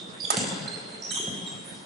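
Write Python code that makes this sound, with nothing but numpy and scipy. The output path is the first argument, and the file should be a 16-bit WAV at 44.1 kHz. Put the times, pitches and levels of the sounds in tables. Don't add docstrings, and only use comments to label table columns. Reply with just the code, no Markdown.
import sys
import numpy as np
from scipy import signal
from scipy.io import wavfile
from scipy.ndimage import uniform_filter1d

SR = 44100
rng = np.random.default_rng(int(sys.argv[2]) if len(sys.argv) > 2 else 0)


def materialize(psi):
    bounded = np.clip(np.atleast_2d(psi).T, -1, 1)
    quanta = np.round(bounded * 32767).astype(np.int16)
    wavfile.write(sys.argv[1], SR, quanta)


N = 81585
LEAD = SR // 4
AIR_TOP_HZ = 9850


def from_db(db):
    return 10 ** (np.asarray(db) / 20)


def unit_energy(x):
    return x / np.sqrt(np.sum(x ** 2, axis=-1, keepdims=True) + 1e-20)


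def at_hz(points, hz):
    grid, *columns = np.transpose(points)
    return [np.interp(np.log(hz), np.log(grid), column) for column in columns]


def band(x, low_hz, high_hz):
    edges_hz = [low_hz, min(high_hz, SR / 2 - 100)]
    return signal.sosfilt(signal.butter(2, edges_hz, "band", fs=SR, output="sos"), x)


def low_pass(x, top_hz):
    top_hz = min(top_hz, SR / 2 - 100)
    return signal.sosfilt(signal.ellip(10, .3, 70, top_hz, fs=SR, output="sos"), x)


def uneven(size, count):
    slow = rng.standard_normal(size)
    for _ in range(2):
        slow = uniform_filter1d(slow, size=count)
    return slow / slow.std()


def placed(sound, start_s):
    out = np.zeros(LEAD + N)
    start = max(LEAD + int(start_s * SR), 0)
    out[start:start + len(sound)] = sound[:len(out) - start]
    return out


def panned(x, pan_db):
    gains = from_db(np.array([pan_db, -pan_db]) / 2)
    return np.sqrt(2) * unit_energy(gains)[:, None] * x


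def burst(rise_s, decay_s, low_hz, high_hz):
    t = np.arange(SR // 10) / SR
    noise = band(rng.standard_normal(len(t)), low_hz, high_hz)
    rise = np.minimum(t / rise_s, 1)
    decay = np.exp(-np.maximum(t - rise_s, 0) / decay_s)
    return noise / noise.std() * rise * decay


def click(low_hz, high_hz):
    return unit_energy(band(signal.unit_impulse(SR // 50), low_hz, high_hz))


def struck(modes):
    t = np.arange(SR // 4) / SR
    out = 0
    for k, (hz, db, t60_s) in enumerate(modes):
        out = out + (-1) ** k * from_db(db - 60 * t / t60_s) * np.sin(2 * np.pi * hz * t)
    return out


# (frequency [Hz], correlation [-1..1], left-right level [dB])
DIFFUSE_FIELD = [(100, 0.73, 3), (260, 0.94, -1), (580, -0.11, -2.2), (1090, -0.28, -0.5),
                 (2580, -0.095, -3), (5000, 0.41, -1.7), (9000, 0.88, -2.5)]


def diffuse_bands(size):
    edges_hz = 22 * 2 ** (np.arange(20) / 2)
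    white = rng.standard_normal((2, 2, size + LEAD))
    for k, (low_hz, high_hz) in enumerate(zip(edges_hz, edges_hz[1:])):
        mid, side = band(white[k % 2], low_hz, high_hz)[:, LEAD:]
        hz = np.sqrt(low_hz * high_hz)
        alike, pan_db = at_hz(DIFFUSE_FIELD, hz)
        alike = np.clip(alike, -1, 1)
        opposed = np.sqrt(1 - alike) * side * np.array([[1], [-1]])
        yield hz, panned(np.sqrt(1 + alike) * mid + opposed, pan_db)


# (frequency [Hz], density [dB per Hz])
WASH_SPECTRUM = [(30, -26), (65, -6), (110, -25), (180, -3.5), (300, -1), (550, -1), (1200, -6),
                 (2500, -12), (4000, -14), (7000, -17), (10000, -15.5)]
WASH_DB, WASH_WAVER_DB = -44.5, 2.5


def wash():
    out = 0
    for hz, noise in diffuse_bands(N):
        level_db = at_hz(WASH_SPECTRUM, hz)[0] + WASH_WAVER_DB * uneven(N, count=1800)
        out = out + noise * from_db(level_db)
    return from_db(WASH_DB) * out / out.std()


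# (frequency [Hz], t60 [s], colour [dB])
HALL_TAIL = [(69.6, 2.4, -15.5), (184, 1.73, -6), (424, 1.25, 3.5), (926, 2, -10.5), (2380, 1.83, 5),
             (4040, 1.5, -2), (6730, 0.78, 8), (10600, 0.65, 2.5)]
# (nominal delay [s], left level [dB], right level [dB])
WALL_ECHOES = [(0.054, -27, -28), (0.098, -24, -35)]
HALL_GAP_S, HALL_BUILD_S = 0.0023, 0.0051
HALL_GRAIN_DB, HALL_PATCH_DB = 2.5, 2.3


def hall_response():
    t = np.arange(2 * SR) / SR
    tail = 0
    for hz, noise in diffuse_bands(len(t)):
        t60_s, colour_db = at_hz(HALL_TAIL, hz)
        level_db = colour_db + HALL_PATCH_DB * uneven(len(t), count=1100)
        tail = tail + noise * from_db(level_db) * np.exp(-np.log(1000) * t / t60_s)
    tail = tail * from_db(HALL_GRAIN_DB * uneven(len(t), count=60))
    build = 1 - np.exp(-np.maximum(t - HALL_GAP_S, 0) / HALL_BUILD_S)
    out = unit_energy(tail * build)
    for delay_s, left_db, right_db in WALL_ECHOES:
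        for side, db in enumerate((left_db, right_db)):
            arrival_s = delay_s + rng.uniform(-.001, .001)
            out[side, int(arrival_s * SR)] += from_db(db)
    return out


# (frequency [Hz], level [dB], t60 [s])
BOARD_MODES = [(115, -5.5, .06), (186.4, 5, 0.066), (283, 5.5, 0.035), (407, -10.5, 0.033)]


def thump(push_s):
    t = np.arange(SR // 50) / SR
    push = np.sin(np.pi * np.minimum(t / push_s, 1))
    boards = np.convolve(struck(BOARD_MODES), push)
    return boards / np.abs(boards).max()


# (time [s], thud [dB], scuff [dB], scuff centre [Hz])
LANDINGS = [(-.12, -25.5, -52, 500), (.01, -57, -38, 424), (0.086, -34, -46, 500), (.235, -35, -42, 400),
            (0.653, -32.5, -34, 510), (0.733, -37, -37, 397), (.94, -38, -44.5, 424),
            (1.108, -33, -34.5, 1625), (1.168, -38.5, -33, 1025), (1.195, -35, -32.5, 390),
            (1.36, -39.5, -51, 533), (1.547, -31, -50, 443), (1.716, -30.5, -58, 445)]
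STEP_PUSH_S, SCUFF_RISE_S, SCUFF_DECAY_S = .0035, .003, 0.0071
SCUFF_SPREAD = 1.186
STEP_DIRECT_DB, STEP_HALL_DB = -2.5, 2.5


def steps():
    for time_s, thud_db, scuff_db, hz in LANDINGS:
        scuff = burst(SCUFF_RISE_S, SCUFF_DECAY_S, low_hz=hz / SCUFF_SPREAD, high_hz=hz * SCUFF_SPREAD)
        thud = placed(from_db(thud_db) * thump(STEP_PUSH_S), time_s)
        step = thud + placed(from_db(scuff_db) * scuff, time_s)
        yield from_db(STEP_DIRECT_DB) * panned(step, pan_db=-7.0), from_db(STEP_HALL_DB) * step


SQUEAK_ARCH = 0.46
CHATTER_DB, OVERTONE_FALL_DB = 2.5, -0.5


def squeak(length_s, start_hz, end_hz, overtone_db, jitter):
    t = np.arange(SR // 10) / SR
    glide_hz = np.interp(t, [0, length_s], [start_hz, end_hz])
    hz = glide_hz * (1 + jitter * uneven(len(t), count=28))
    phase = 2 * np.pi * np.cumsum(hz) / SR
    tone = np.sin(phase)
    for k in range(2):
        tone = tone + from_db(overtone_db + k * OVERTONE_FALL_DB) * np.sin((k + 2) * phase)
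    rub = jitter * band(rng.standard_normal(len(t)), low_hz=3020, high_hz=10000)
    arch = np.abs(np.sin(np.pi * np.minimum(t / length_s, 1))) ** SQUEAK_ARCH
    chatter = from_db(CHATTER_DB * uneven(len(t), count=80))
    return low_pass(arch * chatter * (tone + rub), AIR_TOP_HZ)


# (time [s], length [s], start [Hz], end [Hz], level [dB],
# first overtone re tone [dB], pitch jitter [share], left-right level [dB])
SOLE_SLIPS = [(-.04, .05, 3743, 3542, -36, -26.5, 0.031, -15),
              (0.201, 0.012, 5025, 4630, -27.5, -20, 0.022, -11),
              (0.213, 0.045, 4860, 4687, -31, -14, 0.018, -17),
              (0.241, 0.0076, 3550, 3280, -38, -8, 0.017, -1),
              (0.25, 0.0066, 3474, 3440, -21.5, -16.5, 0.0059, -12.5),
              (.677, 0.011, 4105, 4234, -26, -14, 0.0042, -10),
              (.729, 0.026, 4156, 4270, -32.5, -11.5, 0.0055, -12),
              (1.0223, 0.0057, 5690, 5500, -27.5, -23, 0.011, -11),
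              (1.033, 0.032, 5760, 5600, -33, -32, 0.03, -8),
              (1.103, 0.018, 3987, 3684, -33, -1, 0.019, -6.5),
              (1.113, 0.0153, 3230, 2983, -29.5, -1, 0.016, -12),
              (1.143, 0.019, 3830, 3480, -34, -5.5, .018, -21),
              (1.155, 0.023, 3182, 3254, -28.5, -6, 0.012, -4),
              (1.167, .011, 3160, 3265, -28, -8, 0.0084, -9),
              (1.246, 0.037, 3230, 3250, -33, -35, 0.016, 0),
              (1.464, 0.026, 3842, 3700, -34.5, -4.5, 0.014, -7),
              (1.639, 0.0736, 9700, 9540, -44.5, -40, 0.014, -23)]
SQUEAK_HALL_DB = 1


def squeaks():
    for time_s, length_s, start_hz, end_hz, db, overtone_db, jitter, pan_db in SOLE_SLIPS:
        sides = []
        for _ in range(2):
            sound = squeak(length_s, start_hz, end_hz, overtone_db, jitter)
            sides.append(from_db(db) * placed(sound, time_s))
        yield panned(sides[1], pan_db), from_db(SQUEAK_HALL_DB) * np.array(sides)


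# (time [s], thump [dB], smack [dB], ring [dB])
BALL_HITS = [(0.3692, -21, -17, -29), (1.2744, -26.5, -71, -38)]
# (frequency [Hz], level [dB], t60 [s])
BALL_AIR_MODES = [(533, 2.5, 0.052), (712, 0, 0.055), (1000, -2, 0.032), (1153, -17, .03),
                  (1650, -3.5, 0.017), (2050, -16, 0.09)]
PUSH_DELAY_S, PUSH_S = .0015, 0.0039
SMACK_RISE_S, SMACK_DECAY_S = 0.00042, 0.0042
THUMP_HALL_DB, SMACK_HALL_DB, RING_HALL_DB = 9.5, 2.5, 6


def bounces():
    for time_s, thump_db, smack_db, ring_db in BALL_HITS:
        boards = placed(from_db(thump_db) * thump(PUSH_S), time_s + PUSH_DELAY_S)
        ring = placed(from_db(ring_db) * struck(BALL_AIR_MODES), time_s)
        noise = burst(SMACK_RISE_S, SMACK_DECAY_S, low_hz=2660, high_hz=14000)
        smack = placed(from_db(smack_db) * noise, time_s)
        sent = from_db(THUMP_HALL_DB) * boards + from_db(RING_HALL_DB) * ring
        sent = sent + from_db(SMACK_HALL_DB) * smack
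        yield boards + ring + panned(smack, pan_db=-6.0), sent


# (low edge [Hz], high edge [Hz], direct level [dB], energy into the hall [dB])
SKIN_CRACK = [(1830, 5630, -24, 6), (6480, 22400, -10.5, 9.5)]
# (frequency [Hz], level [dB], t60 [s])
PALM_AIR_MODES = [(803, 6, 0.029), (1255, 0, 0.03), (1860, -8.5, 0.016)]
SLAP_AT_S, SLAP_RISE_S, SLAP_DECAY_S, CRACK_PAN_DB = .3027, 0.000847, 0.0066, -27
POP_DB, POP_PAN_DB, POP_HALL_DB = -17, -2, -1.5
POP_LAG_S, POP_AGAIN_S, POP_AGAIN_DB = 0.00053, 0.00325, -7
PALM_HALL_DB = 10


def slap():
    for low_hz, high_hz, direct_db, hall_db in SKIN_CRACK:
        crack = from_db(direct_db) * burst(SLAP_RISE_S, SLAP_DECAY_S, low_hz, high_hz)
        sent = placed(from_db(hall_db) * click(low_hz, high_hz), SLAP_AT_S)
        yield panned(placed(crack, SLAP_AT_S), CRACK_PAN_DB), sent
    palm_air = band(struck(PALM_AIR_MODES), low_hz=450, high_hz=4130)
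    pop = placed(from_db(POP_DB) * palm_air, SLAP_AT_S + SLAP_RISE_S)
    second_pop = from_db(POP_AGAIN_DB) * np.roll(pop, int(POP_AGAIN_S * SR))
    left, right = panned(pop + second_pop, POP_PAN_DB)
    late_left = np.roll(left, int(POP_LAG_S * SR))
    knock = placed(from_db(PALM_HALL_DB) * click(low_hz=345, high_hz=1836), SLAP_AT_S)
    yield np.array([late_left, right]), from_db(POP_HALL_DB) * pop + knock


def scene():
    direct, sent = map(sum, zip(*squeaks(), *bounces(), *steps(), *slap()))
    tail = signal.fftconvolve(sent, hall_response(), axes=1)
    return direct[:, LEAD:] + low_pass(tail[:, LEAD:LEAD + N] + wash(), AIR_TOP_HZ)


BASS_CUT_HZ, CUTOFF_HZ = 66, 11000


def record(dry):
    high_pass = signal.butter(2, BASS_CUT_HZ, "high", fs=SR, output="sos")
    return low_pass(signal.sosfilt(high_pass, dry), CUTOFF_HZ)


dry = scene()
out = record(dry)
materialize(out)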